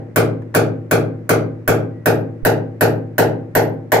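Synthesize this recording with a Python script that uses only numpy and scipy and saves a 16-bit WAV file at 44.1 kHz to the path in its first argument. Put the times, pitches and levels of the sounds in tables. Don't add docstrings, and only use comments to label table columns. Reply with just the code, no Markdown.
import sys
import numpy as np
from scipy import signal
from scipy.fft import rfft, irfft
from scipy.io import wavfile
from scipy.ndimage import uniform_filter1d

SR = 44100
rng = np.random.default_rng(int(sys.argv[2]) if len(sys.argv) > 2 else 0)


def wav_record(signal):
    frames = np.transpose(np.atleast_2d(signal))
    bounded = np.clip(frames, -1, 1)
    quanta = np.round(bounded * 32767).astype(np.int16)
    wavfile.write(sys.argv[1], SR, quanta)


N = 176400

# start_s, wall_db, contact_ms, crack_db, ring_db, bass_db
HAMMER_BLOWS = [(-.215, -6, 0.8, 7, -22, 0.5), (0.16, -1.5, 1.096, -1, -22.5, -0.5),
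                (0.5484, -2.5, 1.016, -0.5, -25, 1), (0.911, -2.5, 1.04, -1.5, -15, 0.5),
                (1.2922, -1.5, 1.094, -2, -18, -1), (1.677, -2.5, 1.026, -2.5, -14, -1),
                (2.0583, -2.5, 0.95, -2, -7, 0), (2.4501, -3.24, 0.89, -1, -21, -0.5),
                (2.8091, -2.5, 0.92, -1, -7.5, 0), (3.1811, -2.5, 0.86, -1, -14.5, -1),
                (3.5514, -3.5, 0.82, -1.5, -4, -0.5), (3.919, -2, .76, -1.5, -6.5, -7.5)]
# start_s, level_db
TOUCHES = [(.42, -26.5), (0.542, -4)]
# freq_hz, density_db
BOOM_SPECTRUM = [(30, -57.5), (62, -67), (88, -46.5), (125, -49), (155, -36), (198, -48), (250, -40),
                 (350, -43.5), (470, -39.5), (620, -40.5), (800, -37), (1000, -42), (1230, -43),
                 (1530, -43), (1900, -46.5), (2400, -50), (3200, -60), (5000, -61.5), (8000, -59.5),
                 (11000, -59), (12200, -51), (13500, -59), (15400, -64)]
# freq_hz, rise_s, hold_s, t60_s
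BOOM_ENVELOPE = [(50, .015, .03, 0.51), (110, 0.014, 0.12, 0.87), (238, 0.014, 0.08, 0.54),
                 (432, 0.011, 0.046, 0.7), (696, 0.0033, 0.012, .47), (1620, .001, 0.0091, 0.35),
                 (2500, 0.00023, 0.016, 0.32), (5430, .0007, 0.028, 0.23), (10100, .0003, 0.0043, 0.19),
                 (15000, .0003, .005, 0.14)]
# pitch_hz, level_db, t60_s, left_minus_right_db
WALL_MODES = [(111.9, -10.5, 1.08, 1.5), (145.3, -29, 1.5, 0.5), (165.8, -23.5, 1.2, 0.5),
              (217.2, -23.5, .8, 4.5), (262.8, -15, 0.72, 4.5), (312.7, -25, 0.36, 20.5),
              (325.2, -23, 0.99, 4), (355.6, -28, 1, -1.5), (388.6, -15, 0.27, 4), (440.7, -11, .44, 10.5),
              (487, -23, 0.17, 0), (612.5, -22.5, 0.51, 17), (656.7, -34.5, 0.26, 4),
              (778, -32.5, 0.79, 4.5)]
# pitch_hz, level_db, t60_s, left_minus_right_db
KNOCK_MODES = [(600, -13, 0.09, -6.5), (1536, -9.5, 0.066, -3), (2200, -21.5, 0.043, -3)]
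# delay_s, pitch_hz, level_db, left_minus_right_db
KNOCK_ECHOES = [(0.037, 469.2, -10.5, 0), (.071, 448.2, -11.5, 1.5)]
# pitch_hz, level_db, t60_s, left_minus_right_db
STEEL_MODES = [(11420, -35, .17, 4), (11850, -16, .06, 6), (12590, -18, .24, -3), (13050, -32, .1, 0),
               (15460, -37, .11, -4)]
# freq_hz, gain_db
LEFT_RESPONSE = [(3000, -1.5), (5400, -2.5), (6750, -18), (8300, -0.5), (10000, 3), (12200, -1), (13500, 0),
                 (15400, -4.5)]
# freq_hz, gain_db
RIGHT_RESPONSE = [(3000, -1), (7400, 1.5), (8500, -7), (10100, -34.5), (11200, -1.5), (12000, -4),
                  (13000, -4), (15400, 9.5)]
# freq_hz, correlation
COHERENCE = [(40, .9), (110, 1), (250, 0.73), (500, 0.26), (1000, 0.29), (2000, -0.045), (16000, 0)]
# start_s, level_db
AIR_PUFFS = [(1.676, -30), (2.427, -26), (3.546, -35.5)]
# start_s, length_s, pitch_hz, level_db
DISTANT_TONE = (1.9, .19, 1930, -58)
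# freq_hz, density_db
AIR_SPECTRUM = [(20, -75), (60, -80), (150, -63), (500, -78), (1000, -89), (2000, -90), (3200, -107),
                (6000, -112), (10000, -119), (15500, -123)]

EVENT_SAMPLES, LEAD_S = 49152, 0.5
MIX_SAMPLES = N + round(LEAD_S * SR)
T = np.arange(EVENT_SAMPLES) / SR
HZ = np.fft.rfftfreq(EVENT_SAMPLES, 1 / SR)


def hammer(scatter_from_hz=3200, bass_below_hz=390, touch_cutoff_hz=2800, touch_decay_s=0.009):
    ports = amp([lookup(LEFT_RESPONSE, HZ), lookup(RIGHT_RESPONSE, HZ)])
    boom_a, boom_b = boom(), boom()
    modes = rfft(ring(WALL_MODES, rise_s=0.019) + ring(KNOCK_MODES, rise_s=0.00017) + knock_echoes())
    scatter = 1 - np.exp(-(HZ / scatter_from_hz) ** 4)
    fade = np.clip((1 - T) * 10, 0, 1)
    out = np.zeros((2, MIX_SAMPLES))
    for start_s, wall_db, contact_ms, crack_db, ring_db, bass_db in HAMMER_BLOWS:
        blend_rad = scatter * rng.uniform(-np.pi, np.pi)
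        wall = (np.cos(blend_rad) * boom_a + np.sin(blend_rad) * boom_b + modes + snap()) * ports
        bass = amp(bass_db * np.exp(-(HZ / bass_below_hz) ** 2))
        impact = irfft(wall * bass * push(contact_ms, crack_db)) * fade
        add(out, start_s, amp(wall_db) * impact + amp(ring_db) * steel())
    lowpass = min_phase(1 / (1 + (HZ / touch_cutoff_hz) ** 2))
    touch = irfft((boom_a + snap()) * ports * lowpass) * np.exp(-T / touch_decay_s)
    for start_s, level_db in TOUCHES:
        add(out, start_s, amp(level_db) * touch)
    return out[:, -N:]


def push(contact_ms, crack_db):
    notch_depth, notch_fade_hz, knee_hz = 0.86, 3900, 238
    crack_from_hz, grit_step_hz, grit_scale_db = 3500, 110, 3.6
    shaft_peak_db, shaft_width_hz = 3.5, 1000
    depth = notch_depth * np.exp(-(HZ / notch_fade_hz) ** 4)
    power = depth * np.sinc(HZ * contact_ms / 1000) ** 2 * (1 + (HZ / knee_hz) ** 2) + 1 - depth
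    grit = np.interp(HZ / grit_step_hz, np.arange(EVENT_SAMPLES), rng.standard_normal(EVENT_SAMPLES))
    treble = 1 - np.exp(-(HZ / crack_from_hz) ** 2)
    shaft_hz = 10710 / contact_ms
    shaft_db = shaft_peak_db * np.exp(-((HZ - shaft_hz) / shaft_width_hz) ** 2)
    return min_phase(np.sqrt(power) * amp(shaft_db + treble * (crack_db + grit_scale_db * grit)))


def snap(gain_db=-11.5, peak_s=0.001, highpass_hz=4480):
    burst = rng.standard_normal((2, EVENT_SAMPLES)) * T / peak_s * np.exp(1 - T / peak_s)
    return amp(gain_db) * rfft(burst) * min_phase(HZ ** 2 / (HZ ** 2 + highpass_hz ** 2))


def steel(onset_s=0.0014, flutter_depth=0.6, highpass_hz=9000):
    flutter = uniform_filter1d(rng.standard_normal((2, EVENT_SAMPLES)), size=300, axis=1)
    flutter_gain = (1 + flutter_depth * flutter / flutter.std()) / np.hypot(1, flutter_depth)
    tone = ring(STEEL_MODES, onset_s) * flutter_gain
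    noise = rfft(rng.standard_normal((2, EVENT_SAMPLES)))
    clink = irfft(noise * HZ ** 2 / (HZ ** 2 + highpass_hz ** 2))
    envelope = T / onset_s * np.exp(1 - (T / onset_s) ** 2) / 2
    return tone + amp(-5) * clink * envelope


def ring(modes, rise_s):
    out = np.zeros((2, EVENT_SAMPLES))
    for pitch_hz, level_db, t60_s, side_db in modes:
        tone = np.sin(2 * np.pi * (pitch_hz * T + rng.random()))
        out += pan(side_db) * amp(level_db) * np.exp(-np.log(1000) * T / t60_s) * tone
    return out * (1 - np.exp(-T / rise_s))


def boom(bands=40):
    noise, out = stereo_noise(EVENT_SAMPLES), np.zeros((2, EVENT_SAMPLES))
    centres_hz = np.geomspace(200, 17000, bands) - 180
    band_index = np.interp(HZ, centres_hz, np.arange(bands))
    for k, centre_hz in enumerate(centres_hz):
        window = np.cos(np.pi / 2 * np.clip(band_index - k, -1, 1)) ** 2
        rise_s, hold_s, t60_s = (lookup(BOOM_ENVELOPE, centre_hz, column) for column in (1, 2, 3))
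        envelope = (1 - np.exp(-T / rise_s)) * np.exp(-np.log(1000) * np.maximum(T - hold_s, 0) / t60_s)
        band = irfft(noise * window) * envelope
        energy = np.sum(window ** 2) * HZ[1] * np.sum(envelope ** 2)
        out += band * np.sqrt(energy / np.sum(band ** 2, 1, keepdims=True))
    return rfft(out) * amp(lookup(BOOM_SPECTRUM, HZ))


def knock_echoes(width_s=0.0076):
    out = np.zeros((2, EVENT_SAMPLES))
    for delay_s, pitch_hz, level_db, side_db in KNOCK_ECHOES:
        swell = np.exp(-((T - delay_s) / width_s) ** 2)
        out += pan(side_db) * amp(level_db) * swell * np.sin(2 * np.pi * (pitch_hz * T + rng.random()))
    return out


def puffs(cutoff_hz=50, peak_s=0.013, side_db=-15):
    out = np.zeros((2, MIX_SAMPLES))
    for start_s, level_db in AIR_PUFFS:
        rumble = irfft(rfft(rng.standard_normal((2, EVENT_SAMPLES))) / (1 + (HZ / cutoff_hz) ** 4))
        gust = rumble * T * np.exp(-T / peak_s)
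        rms = np.sqrt(np.sum(gust ** 2, 1, keepdims=True) / (2 * peak_s * SR))
        add(out, start_s, amp(level_db) * pan(side_db) * gust / rms)
    return out[:, -N:]


def far_tone():
    start_s, length_s, pitch_hz, level_db = DISTANT_TONE
    out = np.zeros((2, MIX_SAMPLES))
    swell = np.sin(np.pi * np.minimum(T / length_s, 1))
    add(out, start_s, pan(0) * amp(level_db) * swell * np.sin(2 * np.pi * pitch_hz * T))
    return out[:, -N:]


def building_air():
    density = amp(lookup(AIR_SPECTRUM, np.fft.rfftfreq(N, 1 / SR)))
    return irfft(stereo_noise(N) * density, N) * np.sqrt(SR / 2)


def stereo_noise(samples):
    left, independent = rfft(rng.standard_normal((2, samples)))
    likeness = np.clip(lookup(COHERENCE, np.fft.rfftfreq(samples, 1 / SR)), -1, 1)
    return np.array([left, likeness * left + np.sqrt(1 - likeness ** 2) * independent])


def min_phase(gain):
    log_gain = np.log(np.maximum(gain, 1e-5))
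    return np.exp(np.conj(signal.hilbert(np.r_[log_gain, log_gain[-2:0:-1]])))[:len(gain)]


def lookup(table, freq_hz, column=1):
    columns = np.transpose(table)
    return np.interp(np.log(freq_hz + 1), np.log(columns[0] + 1), columns[column])


def amp(db):
    return 10 ** (np.asarray(db) / 20)


def pan(side_db):
    return amp([[side_db / 2], [-side_db / 2]])


def add(mix, start_s, sound):
    part = mix[:, round((start_s + LEAD_S) * SR):][:, :sound.shape[1]]
    part += sound[:, :part.shape[1]]


def scene():
    return hammer() + puffs() + far_tone() + building_air()


def record(dry):
    ceiling, cutoff_hz = 1.5, 15650
    rounded = ceiling * np.tanh(dry / ceiling)
    lowpass = signal.firwin(361, cutoff_hz, window=("kaiser", 9), fs=SR)
    return signal.oaconvolve(rounded, lowpass[None], "same")


dry = scene()
out = record(dry)
wav_record(out)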